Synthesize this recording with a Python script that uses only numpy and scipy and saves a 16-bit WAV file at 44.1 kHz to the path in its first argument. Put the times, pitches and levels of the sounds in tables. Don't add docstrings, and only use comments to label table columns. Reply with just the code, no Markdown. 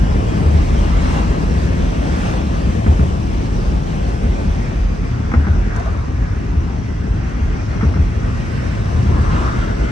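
import sys
import numpy as np
from scipy import signal
from scipy.fft import rfft, irfft, next_fast_len
from scipy.io import wavfile
from scipy.ndimage import uniform_filter1d, map_coordinates

SR = 44100
rng = np.random.default_rng(int(sys.argv[2]) if len(sys.argv) > 2 else 0)


def inscribe(sig):
    pcm = np.round(np.clip(np.atleast_2d(sig).T, -1, 1) * 32767)
    wavfile.write(sys.argv[1], SR, pcm.astype(np.int16))


N = 437031


def amp(db):
    return 10 ** (np.asarray(db) / 20)


def unit(x):
    return x / np.sqrt(np.mean(x ** 2) + 1e-20)


def along(points, hz):
    f, *cols = np.transpose(points)
    return np.squeeze([np.interp(np.log(hz + 1), np.log(f + 1), c) for c in cols])


def curves(rows):
    s, *cols = np.transpose(rows)
    return [np.interp(np.arange(N) / SR, s, c) for c in cols]


def wobble(rate):
    knots = rng.standard_normal(int(N * rate / SR) + 4)
    return map_coordinates(knots, [np.arange(N) * rate / SR])


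def filtered(x, response):
    n = x.shape[-1]
    m = next_fast_len(n + 8192)
    return irfft(rfft(x, m) * response(np.fft.rfftfreq(m, 1 / SR)), m)[..., :n]


def place(out, sound, s):
    out[:, round(s * SR):][:, :sound.shape[-1]] += sound


def rush(spectrum, size=N, tilt_db=0):
    def colour(hz):
        return amp(along(spectrum, hz) + tilt_db * np.log2((hz + 1) / 1000))
    return unit(filtered(rng.standard_normal((2, size)), colour))


def ring(modes, t, rise, tilt_db=0, pitch=1):
    t = np.maximum(t, 0)
    total = 0
    for hz, db, t60 in modes:
        level_db = db + tilt_db * np.log2(hz / modes[1][0]) + rng.normal(0, 0.3)
        heard_hz = pitch * hz * rng.normal(1, 0.029)
        total = total + amp(level_db - 60 * t / t60) * np.sin(2 * np.pi * heard_hz * t)
    return total * (1 - np.exp(-t / rise))


def road():
    # time in seconds, then levels in dB of tyre roar, wind, deep boom,
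    # tread hiss and floor drone.
    levels = [(0.0, -22.5, -42.5, -18.5, -37, -21.5), (0.5, -21, -41, -24.5, -36, -20),
              (0.88, -22.5, -40, -17, -35.5, -21.5), (1.24, -21.5, -42, -19.5, -37, -25),
              (1.6, -22, -40.5, -18.5, -36, -23), (2.01, -21.5, -41.5, -19.5, -36, -24),
              (3.12, -24.5, -43, -22, -39, -24), (3.97, -24, -44, -19, -39, -26),
              (4.55, -24.5, -44.5, -21, -37.5, -27.5), (4.97, -28.5, -49, -27, -39, -25.5),
              (5.52, -27, -51.5, -22.5, -39, -23.5), (6.29, -29, -52.5, -25.5, -40.5, -24.5),
              (7.31, -28.5, -52, -24, -39, -24.5), (7.62, -28, -51, -26, -37.5, -24.5),
              (7.86, -27, -50.5, -28, -37.5, -22), (8.09, -26.5, -50.5, -24, -39, -20.5),
              (8.58, -26.5, -45, -32, -35.5, -20.5), (9.24, -24, -46, -21.5, -38.5, -20.5),
              (9.91, -24, -46, -22, -36.5, -26)]
    # frequency in Hz, relative spectral density in dB.
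    boom_colour = [(15, -48), (24, -21), (32, -21.5), (42, 2.5), (55, -0.5), (70, -2), (100, -27),
                   (200, -71)]
    drone_colour = [(30, -41.5), (55, -6.5), (78, -0.5), (95, -2.5), (118, -2.5), (140, -12.5), (200, -31),
                    (400, -66.5)]
    roar_colour = [(60, -52), (110, -10), (150, 0), (190, -1), (250, -4.5), (370, -9.5), (550, -11),
                   (800, -15.5), (1200, -22.5), (2000, -50.5), (5000, -72)]
    tread_colour = [(300, -46), (600, -18), (1000, -2), (1500, 1.5), (2100, -2.5), (2700, -7.5),
                    (3300, -16.5), (4500, -33.5), (9000, -41.5)]
    wind_colour = [(1200, -40), (2500, 4.5), (3500, 0.5), (4500, -2.5), (5800, -1), (6700, -6.5),
                   (8000, -7.5), (10000, -10.5), (13000, -11), (16000, -16)]
    swell_db, swell_rate = 0.87, 4.9
    roar_db, wind_db, boom_db, tread_db, drone_db = curves(levels)
    grain, gust = wobble(18), wobble(8)
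    boom = amp(boom_db + swell_db * wobble(swell_rate)) * rush(boom_colour)
    drone = amp(drone_db + swell_db * wobble(swell_rate)) * rush(drone_colour)
    roar = amp(roar_db + 0.92 * grain) * rush(roar_colour)
    tread = amp(tread_db + 0.34 * grain + 0.47 * gust) * rush(tread_colour)
    wind_db = wind_db + 0.31 * grain + 0.37 * wobble(24) + 0.28 * gust
    return boom + drone + roar + tread + amp(wind_db) * rush(wind_colour)


def clack(db, scuff_db, t):
    # frequency in Hz, level in dB, 60 dB decay time in seconds.
    edge_modes = [(528, -3.5, 0.022), (804, -4.5, 0.066), (1200, -3, 0.024), (1530, 1.5, 0.021),
                  (2100, -3, .02)]
    # frequency in Hz, relative spectral density in dB.
    scuff_colour = [(200, -25.5), (420, -1.5), (700, 0), (1300, 5), (2300, -6), (3000, -20), (8000, -45)]
    scuff = amp(scuff_db - 60 * t / 0.1) * (1 - np.exp(-t / 0.003)) * rush(scuff_colour, size=len(t))
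    knock = ring(edge_modes, t, rise=0.00067) * [[1], [.4]]
    return amp(db) * (knock + scuff)


def rattle(db, t):
    # frequency in Hz, relative spectral density in dB.
    trim_colour = [(150, -29.5), (300, 1), (500, 4.5), (800, -1.5), (1300, -16), (2200, -21.5), (4000, -38)]
    rise_s, t60_s = .025, 0.4
    grain_db = 3.5 * wobble(91)[:len(t)]
    envelope = amp(db + grain_db - 60 * t / t60_s) * (1 - np.exp(-t / rise_s))
    return envelope * rush(trim_colour, size=len(t))


def wheel_blow(t, slap_db, thump_db, shudder_db, clack_db, stiff_db, lag, pitch, scuff_db):
    # frequency in Hz, level in dB, 60 dB decay time in seconds.
    slap_modes = [(210.3, 1.5, 0.073), (268, -2.5, 0.039), (439, -9.5, 0.065)]
    thump_modes = [(76.5, 9, 0.21), (95, -6.5, 0.15), (123.7, -1, 0.15)]
    shudder_modes = [(43.6, -1.5, 0.42), (63, 1.5, 0.13)]
    shudder_lag_s = 0.0403
    slap = amp(slap_db) * ring(slap_modes, t, rise=0.0031, pitch=pitch)
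    thump = amp(thump_db) * ring(thump_modes, t - lag, rise=0.015, tilt_db=stiff_db)
    shudder = amp(shudder_db) * ring(shudder_modes, t - lag - shudder_lag_s, rise=0.032)
    return (slap + thump + shudder) * [[1], [.7]] + clack(clack_db, scuff_db, t)


def joints():
    # front axle time in seconds, slap, front thump, rear thump, rear shudder, clack and
    # near-lip clack in dB, stiffness in dB per octave, front tyre to floor in seconds, slap pitch ratio,
    # rattle in dB, rear clack over front in dB, rear tyre to floor in seconds, scuff over clack in dB.
    crossings = [(.414, -8.5, -10.5, -12.5, -2, -31, -35, -11, 0.042, .8, -20.5, -8, 0.0044, -2.5),
                 (2.862, -6, -4, -6, -11, -22.5, -31, 6, .017, 1.01, -17.5, -4.5, 0.0028, -2),
                 (5.337, -10.5, -6.5, -10.5, -3.5, -15, -20.5, 3.5, 0.024, 1.12, -25.5, -6.5, 0.0264, -4),
                 (7.829, -10, -9.5, -8, -4.5, -29.5, -26.5, 6, 0.023, 0.99, -28, -4.5, 0.023, 4)]
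    axle_gap_s, lip_gap_s = .13, 0.021
    front_shudder_db = -11
    rear_slap_db, rear_stiff_db, rear_pitch = -2, 4, .9
    out, t = np.zeros((2, N + SR)), np.arange(SR // 2) / SR
    for (s, slap_db, front_db, rear_db, shudder_db, clack_db, lip_db, stiff_db, lag, pitch,
         rattle_db, rear_clack_db, rear_lag, scuff_db) in crossings:
        rear_s = s + axle_gap_s
        for axle_s, axle_db in [(s, 0), (rear_s, rear_clack_db)]:
            place(out, clack(lip_db + axle_db, scuff_db, t), axle_s - lip_gap_s)
            place(out, rattle(rattle_db + axle_db / 2, t), axle_s)
        front = wheel_blow(t, slap_db, front_db, front_db + front_shudder_db, clack_db,
                           stiff_db, lag, pitch, scuff_db)
        rear = wheel_blow(t, slap_db + rear_slap_db, rear_db, shudder_db, clack_db + rear_clack_db,
                          stiff_db + rear_stiff_db, rear_lag, rear_pitch * pitch, scuff_db)
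        place(out, front, s)
        place(out, rear, rear_s)
    return out[:, :N]


def patches():
    # time in seconds, thump in dB, shudder in dB, stiffness in dB per octave.
    rough = [(.989, -14.5, -9, -9), (1.721, -22.5, -7.5, -7), (4.239, -14.5, -24, 2), (4.39, -26, -10, -14),
             (4.77, -23.5, -9, -11), (5.2, -17, -10, 2), (6.551, -14, -12, -6), (7.401, -18.5, -8, -11),
             (9.045, -17, -8, -14), (9.11, -17.5, -14.5, -6), (9.181, -9.5, -11, 5), (9.322, -21, -14, -20)]
    slap_db, clack_db, scuff_db = -4, -24.5, -2
    lag_s = .011
    out, t = np.zeros((2, N + SR)), np.arange(SR // 2) / SR
    for s, db, shudder_db, stiff_db in rough:
        blow = wheel_blow(t, db + slap_db, db, shudder_db, db + clack_db, stiff_db, lag_s, 1, scuff_db)
        place(out, blow, s)
    return out[:, :N]


def traffic():
    # time abreast in seconds, level in dB, half-amplitude times in seconds coming
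    # and going, brightness in dB per octave.
    cars = [(.92, -32, 0.2, 0.24, -5.5), (1.15, -28, 0.17, 0.1, 1.1), (2.25, -30.5, 0.13, 0.1, 1.5),
            (5.8, -36.5, 0.14, 0.23, -1), (9.4, -29.5, 0.2, 0.14, -0.8)]
    # frequency in Hz, relative spectral density in dB.
    swish_colour = [(200, -32), (500, -3.5), (900, 6), (1400, 4), (2000, -3), (3300, -13), (5800, -19),
                    (7000, -21), (16000, -32.5)]
    out, t = np.zeros((2, N + 2 * SR)), np.arange(-SR, SR) / SR
    for s, db, coming, going, tilt_db in cars:
        near = 1 / (1 + (t / np.where(t < 0, coming, going)) ** 2)
        place(out, amp(db) * near * rush(swish_colour, size=2 * SR, tilt_db=tilt_db), s)
    return out[:, SR:SR + N]


def noise_bands():
    # centre time in seconds, Gaussian fade in seconds, centre in Hz, half-amplitude width in Hz,
    # level in dB.
    bands = [(1.15, .08, 764, 200, -31), (2.25, 0.15, 805, 200, -33.5), (2.26, 0.062, 2100, 1200, -40.5),
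             (3.1, .4, 680, 300, -37), (5.53, 0.13, 1490, 400, -38), (5.77, 0.063, 1600, 600, -35),
             (5.85, 0.12, 680, 448, -34.5), (5.9, .09, 1170, 500, -39), (9.18, 0.09, 1120, 503, -34.5),
             (9.31, 0.078, 1500, 700, -34.5), (9.4, 0.037, 2340, 1490, -42), (9.48, 0.11, 1290, 604, -31),
             (9.7, 0.25, 1500, 600, -36)]
    t, out = np.arange(N) / SR, np.zeros((2, N))
    for s, fade, hz, width, db in bands:
        noise = rng.standard_normal((2, N))
        band = unit(filtered(noise, lambda f: 1 / (1 + ((f - hz) / width * 2) ** 2)))
        out += amp(db) * np.exp(-((t - s) / fade) ** 2 / 2) * band
    return amp(2 * wobble(35)) * out


def ticks():
    # time in seconds, knock in dB, tick in dB.
    knocks = [(5.762, -27, -36), (5.797, -23.5, -43.5), (5.859, -21, -43.5)]
    # frequency in Hz, level in dB, 60 dB decay time in seconds.
    trim_modes = [(686, 6, 0.063), (1180, -8, 0.03)]
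    out, t = np.zeros((2, N)), np.arange(SR // 10) / SR
    for s, knock_db, tick_db in knocks:
        tick = amp(tick_db - 60 * t / 0.045) * rng.standard_normal((2, len(t)))
        place(out, amp(knock_db) * ring(trim_modes, t, rise=0.0076) + tick, s)
    return out


def standing(hz, shape, depth_db):
    def smooth(bins, frames):
        field = uniform_filter1d(rng.standard_normal(shape), size=bins, axis=-2)
        return unit(uniform_filter1d(field, size=frames, axis=-1))
    drift, flutter = smooth(3, 22), smooth(24, 3)
    return amp(hz[:, None] / (hz[:, None] + 250) * (depth_db * drift + 1.65 * flutter))


def ports(steady, blows):
    # frequency in Hz, likeness (0 to 1) facing the road, likeness facing the cabin,
    # lag of the right port in radians, left over right in dB.
    port_rows = [(28, 0.97, 0.92, .02, -1.5), (45, 0.95, 1, .05, -2), (75, 1, 1, 0.093, 4.5),
                 (109, 0.65, 0.93, 0.28, -1), (159, 1, 0.75, 0.41, 5), (258, 0.82, 1, 1.15, 1),
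                 (374, 0.52, 0.42, 1.17, 2), (493, 0.7, 1, 2.4, 2.5), (710, 0.88, 0.57, 2.59, 2.5),
                 (1100, 0.61, 0.21, 3.22, 3.5), (1670, 0.8, 0.4, 4.02, -1.1), (2200, 0.39, 0.42, 3.92, 2),
                 (2660, 0.4, 0.2, 4.93, 1.5), (3200, 0.66, 0.29, 6.4, -0.5), (4100, 0.13, 0.47, 6.2, -1.5),
                 (4930, 0.17, 0.17, 3.6, -6), (6140, 0.11, .1, 3.6, -8.5), (6300, 0.27, .17, 2, -6.5),
                 (7630, 0.47, 0.6, 4.45, 3), (9400, 0.53, 0.9, 3.7, -1)]
    # time in seconds, turn from 0 facing the road to 1 facing the cabin.
    aim = [(0, 0.055), (4.4, 0.069), (5.2, 0.72), (6.2, 0.75), (7.8, 0.82), (8.6, 0.41), (9.91, 0.46)]
    # frequency in Hz, level in dB.
    cabin_shade = [(300, 2), (600, -1.5), (1500, 1.5), (3000, 0), (5700, 8), (8500, 2), (15000, -3)]
    blows_line_up = 0.58
    hz, t, (steady, blows) = signal.stft(np.array([steady, blows]), SR, nperseg=2048)
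    steady = steady * standing(hz, steady.shape, depth_db=1.9)
    road_like, cabin_like, lag, lean_db = along(port_rows, hz)[..., None]
    turn = np.clip(np.interp(t, *np.transpose(aim)), 0, 1)
    like = np.clip(road_like + turn * (cabin_like - road_like), 0, 1)
    shade = amp(turn * along(cabin_shade, hz)[:, None])

    def pair(x, lag):
        direct, scattered = x
        mixed = like * direct + np.sqrt(1 - like ** 2) * scattered
        left = direct * amp(lean_db / 2) * np.exp(.5j * lag)
        right = mixed * amp(-lean_db / 2) * np.exp(-.5j * lag)
        return np.array([left, right])

    heard = pair(steady, lag) + pair(blows, lag * (1 - blows_line_up * turn))
    return signal.istft(shade * heard, SR, nperseg=2048)[1][:, :N]


def scene():
    return ports(road() + traffic() + noise_bands(), joints() + patches() + ticks())


def record(dry):
    # frequency in Hz, level in dB.
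    sum_top = [(8800, 1.5), (9400, 1), (9800, -11.5), (10400, -26), (10800, -63.5)]
    top_hz = 15800
    soft = dry / (1 + np.abs(dry / .8) ** 6) ** (1 / 6)
    pair = np.array([soft[0] + soft[1], soft[0] - soft[1]]) / 2
    mid, side = filtered(pair, lambda hz: np.array([amp(along(sum_top, hz)), hz < top_hz]))
    return np.array([mid + side, mid - side])


dry = scene()
out = record(dry)
inscribe(out)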